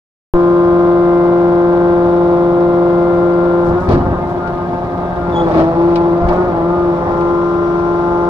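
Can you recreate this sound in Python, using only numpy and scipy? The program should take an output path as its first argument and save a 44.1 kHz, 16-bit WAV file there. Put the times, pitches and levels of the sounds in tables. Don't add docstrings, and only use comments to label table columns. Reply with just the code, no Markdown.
import sys
import numpy as np
from scipy import signal
from scipy.fft import rfft, irfft, next_fast_len
from scipy.io import wavfile
from scipy.ndimage import uniform_filter1d, minimum_filter1d

SR = 44100
rng = np.random.default_rng(int(sys.argv[2]) if len(sys.argv) > 2 else 0)


def to_wav(sig):
    pcm = np.clip(np.atleast_2d(sig), -1, 1) * 32767
    pcm = np.round(pcm).astype(np.int16)
    wavfile.write(sys.argv[1], SR, pcm.T)


N = 365588
START_S, EDGE_HZ = 0.338, 15000
PISTONS = 7
SLACK_FROM_S, SLACK_TO_S, SETTLE_S, SHIFT_S = 3.63, 5.246, 6.91, 0.29

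# time in seconds, piston strokes per second.
STROKE_RATE = [(0.34, 173.7), (3.62, 173.5), (3.7, 172.3), (3.75, 175), (3.825, 182), (3.89, 176.5),
               (3.97, 174.6), (4.15, 174.5), (4.3, 176.3), (4.48, 175.3), (4.8, 176.1), (5.17, 175.8),
               (5.33, 173.3), (5.5, 164.3), (5.57, 162.3), (5.68, 165.7), (5.86, 171.4), (6.02, 170.8),
               (6.2, 171.6), (6.3, 175), (6.39, 179.4), (6.47, 178), (6.53, 171), (6.59, 167),
               (6.74, 175.2), (6.83, 174.3), (6.95, 171.8), (7.2, 172.5), (8.29, 173.4)]
# time in seconds, unrest from 0 to 1.
UNREST = [(0.34, 0), (3.6, 0.15), (3.8, 0.65), (4.15, 0.9), (4.35, 0.58), (5.2, 0.42), (5.55, 0.46),
          (5.95, 0.2), (6.35, 0.65), (6.8, 0.23), (7.3, 0), (8.29, 0.04)]

# frequency in Hz, correlation (clipped to -1..1).
PORT_LIKENESS = [(30, 0.6), (80, 2.5), (380, 0.5), (450, 0.27), (700, 1.15), (1000, 0.53), (1600, 0.95),
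                 (3000, 0.04), (6000, -0.17)]
# frequency in Hz, left lead in radians.
NOISE_LEAD = [(30, -.1), (150, -.15), (350, -.35), (700, -.6), (1100, -1.2), (1600, -2), (3000, -3.8),
              (6000, -7.6)]
# frequency in Hz, left minus right in dB.
NOISE_BALANCE = [(60, 1.0), (100, 0.6), (170, 0.67), (280, 1.4), (470, 1), (780, 0.25), (1300, 1.7),
                 (2180, 11), (3640, 7), (6080, 1.6)]
# frequency in Hz, left lead in radians.
TONE_LEAD = [(170, -.1), (345, -.47), (520, -.3), (690, -.1), (870, -1.1), (1040, -1.1), (1215, -.1),
             (1390, 1.1), (1560, -2.6), (1810, -2.8), (2080, -.9), (2255, -3), (2285, -1.2), (2600, -2.3),
             (2950, -.6), (3300, .4), (3800, .9)]
# frequency in Hz, left minus right in dB.
EARLY_TONE_BALANCE = [(170, 1.5), (345, 2.5), (520, -2), (690, -0.5), (870, 1), (1040, 0.5), (1215, -0.5),
                      (1390, 11.5), (1560, 18), (1750, 7), (2100, 5.5), (4000, 1)]
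LATE_TONE_BALANCE = [(170, 1), (345, 2.5), (520, -2.5), (690, -1), (870, 0.5), (1040, 6.5), (1215, -2),
                     (1390, 10.5), (1560, 12), (1750, 11.5), (2100, -2), (4000, 3)]

# frequency in Hz, relative density in dB per Hz.
RUMBLE_SPECTRUM = [(15, -12.5), (30, 2), (45, -1), (85, 4), (130, -1), (200, -4.5), (280, -6), (450, -21),
                   (1200, -62.5), (6000, -100)]
RUSH_SPECTRUM = [(60, -22), (150, 3), (280, -7), (390, 4.5), (470, -9), (620, -0.5), (850, -3.5),
                 (1100, -6), (1350, -12), (1490, -20.5), (1750, -17), (2300, -38), (4000, -54.5),
                 (9000, -80)]
HISS_SPECTRUM = [(1000, -8.5), (1800, -1.5), (2300, 2.5), (2900, -3), (3600, -1.5), (4400, -4), (5300, -7),
                 (6100, -11.5), (7000, -18.5), (8500, -24.5), (10000, -27.5), (13000, -37.5),
                 (15000, -45.5)]
MICROPHONE_SPECTRUM = [(5000, -20), (7000, 0), (9800, 0.5), (13000, -4), (15000, -9.5)]
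# peak time in seconds, rise in seconds, decay in seconds,
# rumble level in dB, rush level in dB, hiss level in dB.
SURGES = [(3.7, 0.027, 0.071, -18, -27.5, -64), (3.903, 0.011, 0.033, -13, -13, -32),
          (3.97, 0.076, 0.15, -11.5, -27.5, -64), (5.6, 0.17, 0.068, -24.5, -20.5, -38),
          (5.9, 0.23, .35, -33, -47, -46.5), (6.33, 0.083, 0.12, -27, -25, -48.5),
          (6.45, 0.057, 0.26, -23.5, -34, -58.5), (7.08, 0.094, 0.25, -28, -24, -56)]

# frequency in Hz, relative density in dB per Hz.
GRIT_SPECTRUM = [(2000, -27.5), (5000, 1), (9000, -10.5), (12500, -13.5), (15000, -24.5)]
# peak time in seconds, level in dB, half length in seconds.
SPILLS = [(3.684, -53, 0.047), (3.834, -53, 0.057), (4.296, -55.5, 0.045), (5.37, -58.5, 0.061),
          (5.514, -62, 0.13), (6.342, -57.5, 0.11)]

# start in seconds, relative level in dB, clatter t60 in seconds,
# clatter tilt in dB per octave.
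KNOCKS = [(3.889, -20.5, .28, 0), (3.905, -24, .22, 1), (3.925, -29, .2, 0), (4.475, -31, .06, .5),
          (4.977, -33, .07, -3), (5.485, -36, .06, 6), (5.958, -17.5, .075, -2.2), (6.287, -19, .075, -3.5),
          (7.209, -33, .08, -1), (7.792, -38, .08, 0)]
# frequency in Hz, relative level in dB, t60 in seconds.
STEEL_MODES = [(2270, 3, 0.13), (2500, 4, .1), (2780, -3, .07), (3375, -5, .13), (4250, -10, .13),
               (4560, -10, .13), (7400, -25, .15)]
# frequency in Hz, relative density in dB per Hz.
CLATTER_SPECTRUM = [(500, -10), (1500, -3), (2400, 0), (3500, -2), (4600, 1), (5400, -3.5), (6500, -15),
                    (8000, -20), (11500, -27), (12500, -42), (15000, -54)]

# start in seconds, relative level in dB, t60 in seconds, tilt in dB per octave.
JOLTS = [(3.712, -18, .15, -2), (3.88, -12, .25, -4), (3.893, -2.5, 0.24, 3.5), (3.91, -7, .16, 5),
         (3.932, -9, 0.15, 0), (3.966, -8.5, .13, 4), (4.083, -18, .16, -2), (6.214, -20, 0.3, -10),
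         (6.241, -12, .22, -9), (6.289, -15, 0.3, -9), (6.474, -19, .14, -4)]
# frequency in Hz, relative level in dB.
FRAME_MODES = [(42, -4.5), (79, -6.5), (104, -1), (153, 3), (220, -2), (259, -4)]
# frequency in Hz, relative density in dB per Hz.
THUD_SPECTRUM = [(20, -19.5), (40, -9), (70, 24), (120, -3.5), (240, -2.5), (400, -1), (800, -17),
                 (1500, -37), (4000, -57.5), (10000, -87)]

# start in seconds, length in seconds, relative level in dB.
SQUEAKS = [(5.316, .035, -43), (5.345, 0.047, -32.5), (5.385, 0.044, -35.5), (5.434, .027, -42),
           (5.468, .02, -48)]
# multiple of the pitch, relative level in dB.
SQUEAK_PARTIALS = [(1, 3), (2, -19)]

# peak time in seconds, relative level in dB, half length in seconds.
GRINDS = [(5.5, -27, .04), (5.557, -19, .026), (5.605, -16, .028), (6.31, -25, .022), (6.355, -23.5, .022)]
# frequency in Hz, relative level in dB, t60 in seconds.
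JAW_MODES = [(496, -2, 0.11), (623, 17, 0.055), (790, -14, 0.029), (940, -18, .025), (1130, -24, 0.032),
             (1900, -20, .08)]
# frequency in Hz, relative density in dB per Hz.
RASP_SPECTRUM = [(150, -10), (600, 0), (1100, -2), (1900, -17), (5000, -27), (7000, -45), (15000, -68)]

# frequency in Hz, relative level per tone in dB.
ENGINE_TONES = [(25, -53), (75, -42), (170, -50.5), (320, -43.5), (480, -40), (610, -31.5), (720, -47.5),
                (830, -40.5), (1000, -42.5), (1200, -43), (1450, -54.5), (1620, -53), (1760, -58),
                (2300, -67), (3200, -73), (4000, -73.5), (5500, -80.5), (8000, -105)]
# multiple of the shaft speed (rounded for the pitch),
# relative level in dB at first, relative level in dB once settled.
STRONG_ORDERS = [(3, -39.5, -39), (6, -43.5, -42), (12, -36, -38.5), (16.3, -49.5, -46), (17, -39.5, -30),
                 (21.9, -34.5, -42.5), (23, -33, -37.5), (25, -32.5, -39.5), (26.1, -35, -44),
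                 (31, -34, -35.5), (46, -47, -48.5), (54.6, -52.5, -47), (59.6, -44, -46.5),
                 (67.15, -48, -60.5), (74.1, -57.5, -56), (91.9, -55.5, -63.5)]

# time in seconds, level in dB before flutter.
HUM = [(0.34, -10), (3.6, -13), (3.76, -16), (3.83, -27), (3.92, -13), (4.0, -20.5), (5.05, -27),
       (5.45, -16.5), (5.51, -24), (5.555, -13), (5.68, -16), (5.74, -22), (5.79, -11), (6.13, -12),
       (6.25, -20.5), (6.31, -15.5), (6.5, -17.5), (6.555, -21), (6.63, -16), (6.89, -13), (7.02, -24.5),
       (7.12, -20.5), (7.25, -14.5), (8.29, -16)]
# harmonic, then base level in dB at first, while slack,
# while the engine hunts, once settled.
PUMP_TONES = [(1, -22, -27.5, -23.5, -26.5), (3, -20, -34.5, -28, -26), (4, -25, -28, -27, -27.5),
              (5, -31.5, -31, -26, -24.5), (6, -29.5, -40.5, -33, -26), (7, -38, -35, -37.5, -32),
              (8, -33, -43.5, -36, -29.5), (9, -38, -42, -51, -39.5)]
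# harmonic, base level in dB.
OVERTONES = [(10, -51), (11, -53.5), (12, -53), (13, -55.5), (15, -60), (16, -64.5), (17, -64), (19, -61.5),
             (20, -66), (21, -60.5), (22, -65)]
# middle in seconds, harmonic, change in dB, half length in seconds.
SWELLS = [(0.75, 3, -3.5, 1), (5.397, 3, 10.5, 0.083), (5.757, 3, 2.5, 0.056), (6.413, 3, 3, .05),
          (6.803, 3, -2.5, 0.06), (7.075, 3, 3, 0.09), (7.755, 3, -22, 0.25), (0.527, 4, -8, 0.12),
          (3.652, 4, -5.5, 0.4), (5.0, 4, 1, 0.34), (5.42, 4, -15, 0.062), (5.685, 4, 9.5, 0.034),
          (5.84, 4, -7, 0.072), (6.238, 4, 6.5, 0.0424), (7.302, 4, -17, 0.38), (2.093, 5, 6, 0.46),
          (.45, 5, -2.5, .2), (1.398, 7, -3, .2), (3.907, 5, 4, 0.033), (5.389, 5, 13.5, 0.04),
          (5.57, 5, -3, .08), (5.801, 5, 6, 0.04), (6.05, 5, 4.5, 0.069), (6.2, 5, -16.5, .05),
          (6.82, 5, -4, 0.052), (7.607, 5, -15.5, 0.23), (8.2, 5, 3, 0.13), (0.45, 6, 6, 0.86),
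          (4.06, 6, 7, .04), (4.35, 6, -3, .1), (5.45, 6, 8, .06), (6.0, 6, 3, 0.16), (6.8, 6, -8, 0.041),
          (7.301, 6, 1.5, 0.27), (.7, 7, 6, 0.75), (4.203, 7, 3, 0.045), (4.33, 7, -10, 0.058),
          (4.8, 7, -5.5, .15), (6.42, 7, 6, 0.047), (6.773, 7, 12.5, 0.1), (7.854, 7, -6, 0.15),
          (3.4, 8, 4.5, 0.54), (4.466, 8, 11, .07), (4.886, 8, -8, 0.17), (5.25, 8, 12, 0.099),
          (5.4, 8, 7, 0.028), (5.597, 8, -2, 0.14), (6.423, 8, 2, 0.085), (6.723, 8, 5.5, 0.089),
          (7.08, 8, -17, 0.025), (7.396, 8, 0, .2), (1.844, 9, 7, 0.27), (2.7, 9, -12, 0.84),
          (7.145, 9, -8, 0.29), (.6, 11, -4.5, 0.27), (1.796, 11, 4, 0.64), (1.2, 12, 4.5, 0.25),
          (3.053, 12, 7, 0.35), (6.1, 12, 8, 0.18), (2.597, 13, 1.5, 0.36), (6.402, 13, 10, 0.27),
          (1.1, 19, -8, .2), (2.1, 19, -5, .2), (2.8, 19, 0, .35)]

T = np.arange(N) / SR


def gain_of(db):
    return 10 ** (np.asarray(db) / 20)


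def evened(x):
    return x / np.sqrt(np.mean(x ** 2) + 1e-20)


def read(points, hz):
    f, value = np.transpose(points)
    return np.interp(np.log(hz + 1), np.log(f + 1), value)


def curves(rows):
    s, *columns = np.transpose(rows)
    return [np.interp(T, s, c) for c in columns]


def bell(s, half_s):
    return np.exp(-np.minimum(((T - s) / half_s) ** 2, 40))


def add(mix, s, sound):
    part = mix[:, round(s * SR):][:, :sound.shape[1]]
    part += sound[:, :part.shape[1]]


def drift(rate_hz):
    hz = np.fft.rfftfreq(2048, T[-1] / 2048)
    white = rfft(rng.standard_normal(2 * len(hz) - 2))
    slow = irfft(white / (1 + (hz / rate_hz) ** 4))
    return np.interp(T, np.linspace(0, T[-1], len(slow)), evened(slow))


def noise(spectrum, size=N, tilt_db=0):
    padded = next_fast_len(size + size % 2, True)
    hz = np.fft.rfftfreq(padded, 1 / SR)
    a, b = rng.standard_normal((2, len(hz))) + 1j * rng.standard_normal((2, len(hz)))
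    same = np.clip(read(PORT_LIKENESS, hz), -1, 1)
    side = gain_of(read(NOISE_BALANCE, hz) / 2)
    left = a * side * np.exp(1j * read(NOISE_LEAD, hz))
    right = (same * a + np.sqrt(1 - same ** 2) * b) / side
    colour = gain_of(read(spectrum, hz) + tilt_db * np.log2(hz + 1))
    return evened(irfft(np.array([left, right]) * colour, padded)[:, :size])


def whistle(hz, width_hz):
    padded = next_fast_len(N, True)
    f = np.fft.rfftfreq(padded, 1 / SR)
    z = rng.standard_normal((2, len(f))) + 1j * rng.standard_normal((2, len(f)))
    return evened(irfft(z / (1 + ((f - hz) / width_hz) ** 2), padded)[:, :N])


def tone(angle, level, hz):
    moved = np.clip((T - 5.5) / 1.5, 0, 1)
    half_lead = read(TONE_LEAD, hz) / 2
    balance_db = read(EARLY_TONE_BALANCE, hz) * (1 - moved) + read(LATE_TONE_BALANCE, hz) * moved
    side = gain_of(balance_db / 2)
    angle = angle + rng.uniform(0, 2 * np.pi)
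    ports = np.array([side * np.cos(angle + half_lead), np.cos(angle - half_lead) / side])
    return 2 * level * ports / np.hypot(side, 1 / side)


def shifted():
    return np.clip((T - SLACK_FROM_S) / SHIFT_S, 0, 1)


def slack():
    return shifted() - np.clip((T - SLACK_TO_S) / SHIFT_S, 0, 1)


def settled():
    return np.clip((T - SETTLE_S) / SHIFT_S, 0, 1)


def microphone_hiss(level_db=-65.5):
    return gain_of(level_db) * noise(MICROPHONE_SPECTRUM)


def drone(level_db=-32, pitch_hz=260, width_hz=16):
    return gain_of(level_db) * slack() * whistle(pitch_hz, width_hz)[0]


def flow():
    base_db = np.c_[[-31.5, -29, -48]]
    slack_db, late_db = np.c_[[3.0, -2, -0.5]], np.c_[[0.5, 0, 0]]
    power = gain_of(base_db + slack_db * slack() + late_db * shifted()) ** 2
    for s, rise_s, decay_s, *db in SURGES:
        away = np.maximum((s - T) / rise_s, (T - s) / decay_s)
        power += (gain_of(np.c_[db]) * np.exp(-np.minimum(away, 20))) ** 2
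    return np.sqrt(power)


def oil(angle, unrest, rush_db=2, surge_db=6, gusty_db=-2.6, flicker_db=1.0):
    rumble, rush, hiss = flow()
    gusts_db = gusty_db * unrest * drift(23)
    stroke = np.cos(angle)
    out = noise(RUMBLE_SPECTRUM) * rumble * gain_of(gusts_db)
    rush_gain = rush * gain_of(rush_db + surge_db * np.sqrt(unrest) + gusts_db)
    out += noise(RUSH_SPECTRUM) * rush_gain * (1 + 0.52 * stroke)
    hiss_gain = hiss * gain_of(flicker_db * drift(50))
    return out + noise(HISS_SPECTRUM) * hiss_gain * (1 + 0.27 * stroke)


def valves(first_db=-76, later_db=-64, upper_db=-8, sizzle_db=-61):
    before = np.clip((3.8 - T) / .2, 0, 1)
    after = np.clip((T - 6.6) / .5, 0, 1)
    pair = whistle(5700, 22) + gain_of(upper_db) * whistle(7320, 35)
    later = gain_of(later_db) * pair + gain_of(sizzle_db) * whistle(5500, 600)
    return gain_of(first_db) * before * whistle(9900, 70) + after * later


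def grit(grainy_db=4):
    level = sum(gain_of(db) * bell(s, half_s) for s, db, half_s in SPILLS)
    return noise(GRIT_SPECTRUM) * level * evened(gain_of(grainy_db * drift(90)))


def knocks(clatter_db=-8.5, ring_db=-19, crack=0.47, crack_s=0.0014):
    out, t = np.zeros((2, N)), np.arange(SR // 2) / SR
    for s, db, t60, tilt_db in KNOCKS:
        decay = gain_of(-60 * t / t60) + crack * np.exp(-t / crack_s)
        clatter = noise(CLATTER_SPECTRUM, size=len(t), tilt_db=tilt_db) * decay
        ring = np.zeros((2, len(t)))
        for hz, mode_db, mode_t60 in STEEL_MODES:
            phase = 2 * np.pi * (hz * t + rng.random((2, 1)))
            ring += gain_of(mode_db - 60 * t / mode_t60) * np.sin(phase)
        add(out, s, gain_of(db) * (gain_of(clatter_db) * clatter + gain_of(ring_db) * ring))
    return out


def jolts(shudder_db=-2, rise_s=0.00053):
    out, t = np.zeros((2, N)), np.arange(SR // 2) / SR
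    for s, db, t60, tilt_db in JOLTS:
        boom = np.zeros(len(t))
        for hz, mode_db in FRAME_MODES:
            mode = np.sin(2 * np.pi * (hz * t + rng.random()))
            boom += gain_of(mode_db + tilt_db * np.log2(hz)) * mode
        shudder = noise(THUD_SPECTRUM, size=len(t), tilt_db=tilt_db)
        body = gain_of(shudder_db) * shudder + evened(boom)
        add(out, s, body * gain_of(db - 60 * t / t60) * (1 - np.exp(-t / rise_s)))
    return out


def squeak(pitch_hz=3400, jitter=.016, jitter_s=.0012, rough_db=2.0, bend=0.071, bend_s=0.03,
           edge_s=0.013, lag_rad=1.0):
    level = np.zeros(N)
    for s, length_s, db in SQUEAKS:
        level += gain_of(db) * np.clip(np.minimum(T - s, s + length_s - T) / edge_s, 0, 1)
    since = T - SQUEAKS[0][0]
    pole = np.exp(-1 / (jitter_s * SR))
    slipping = evened(signal.lfilter([1], [1, -pole], rng.standard_normal(N)))
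    hz = pitch_hz * (1 + bend * np.clip(1 - since / bend_s, 0, 1) + jitter * slipping)
    angle = 2 * np.pi * np.cumsum(hz) / SR
    lag = lag_rad * np.c_[[0, -1]]
    partials = sum(gain_of(db) * np.sin(round(k) * angle + lag) for k, db in SQUEAK_PARTIALS)
    return level * gain_of(rough_db * drift(110)) * partials


def grinding(slips_per_s=700, uneven_db=2.0, rasp_db=-7.5, rasp_s=0.008, rise_s=0.00088):
    t = np.arange(SR // 10) / SR
    slips = (rng.random(N) < slips_per_s / SR) * gain_of(uneven_db * rng.standard_normal(N))
    ring = np.zeros((2, len(t)))
    for hz, db, t60 in JAW_MODES:
        lead = read(NOISE_LEAD, hz) * np.c_[[1, 0]]
        ring += gain_of(db - 60 * t / t60) * np.sin(2 * np.pi * hz * t + lead)
    ring *= (1 - np.exp(-t / rise_s)) ** 2
    groan = evened(signal.oaconvolve(slips[None], ring, axes=1)[:, :N])
    rasp_level = signal.oaconvolve(slips, np.exp(-t / rasp_s))[:N]
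    rasp = evened(noise(RASP_SPECTRUM) * rasp_level)
    level = sum(gain_of(db) * bell(s, half_s) for s, db, half_s in GRINDS)
    return (groan + gain_of(rasp_db) * rasp) * level


def engine(angle, stroke_hz, unrest, level_db=-1, uneven_db=3.5, unrest_db=-3, slack_db=-4, size=8192):
    order = np.arange(size // 2 + 1)
    hz = order * stroke_hz / PISTONS
    strong = np.isin(order, [round(row[0]) for row in STRONG_ORDERS])
    plain = (order % PISTONS > 0) & ~strong
    height = gain_of(read(ENGINE_TONES, hz) + uneven_db * rng.standard_normal(len(hz)))
    height = height * plain * (hz < EDGE_HZ)
    phase = rng.uniform(0, 2 * np.pi, len(hz))
    spread = np.arccos(np.clip(read(PORT_LIKENESS, hz), -1, 1))
    lead = read(NOISE_LEAD, hz) + rng.standard_normal(len(hz)) * spread
    turn = irfft(height * np.exp(1j * np.array([phase, phase - lead]))) * size / np.sqrt(2)
    place = angle / (2 * np.pi * PISTONS) % 1 * size
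    out = gain_of(level_db) * np.array([np.interp(place, np.arange(size), port) for port in turn])
    calm = settled()
    for k, first_db, later_db in STRONG_ORDERS:
        db = first_db + (later_db - first_db) * calm + unrest_db * unrest
        out += tone(round(k) * angle / PISTONS, gain_of(db), k * stroke_hz / PISTONS)
    return out * gain_of(unrest_db * unrest + slack_db * slack())


def swelling_db(k):
    return sum(db * bell(s, half_s) for s, harmonic, db, half_s in SWELLS if round(harmonic) == round(k))


def pumps(angle, stroke_hz, unrest, flutter_db=3.5, smear_rad=0.55, wander_db=1.5, late_db=-1.5, sink_db=-5):
    later, idle, calm = shifted(), slack(), settled()
    stages = np.array([1 - later, idle, later - idle - calm, calm])
    tones = [(2, curves(HUM)[0])]
    for k, *db in PUMP_TONES:
        tones.append((round(k), np.array(db) @ stages + swelling_db(k)))
    for k, db in OVERTONES:
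        change_db = wander_db * drift(0.93) + late_db * later + sink_db * unrest
        tones.append((round(k), db + swelling_db(k) + change_db))
    out = np.zeros((2, N))
    for k, db in tones:
        shake = unrest * np.sqrt(min(k, 5) / 2)
        level = gain_of(db + flutter_db * shake * drift(16))
        out += tone(k * angle + smear_rad * shake * drift(26), level, k * stroke_hz)
    return out


def scene():
    stroke_hz = curves(STROKE_RATE)[0]
    unrest = np.clip(curves(UNREST)[0], 0, 1)
    angle = 2 * np.pi * np.cumsum(stroke_hz * (1 + 0.00041 * drift(4))) / SR
    usual_hz = np.median(stroke_hz)
    background = microphone_hiss() + drone() + oil(angle, unrest) + valves()
    impacts = grit() + knocks() + jolts() + squeak() + grinding()
    return background + impacts + engine(angle, usual_hz, unrest) + pumps(angle, usual_hz, unrest)


def record(dry, thump=0.62, settle_s=0.026):
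    since = np.maximum(T - START_S, 0)
    opening = np.minimum(since / .0005, 1)
    pulse = thump * (1 - since / settle_s / 2) * np.exp(-since / settle_s)
    live = (dry - pulse) * opening
    allowed = minimum_filter1d(1 / np.maximum(abs(live).max(0), 1), size=441)
    limited = live * uniform_filter1d(uniform_filter1d(allowed, size=221), size=221)
    lowpass = signal.firwin(511, EDGE_HZ, window=("kaiser", 9), fs=SR)
    return signal.oaconvolve(limited, lowpass[None], "same")


dry = scene()
out = record(dry)
to_wav(out)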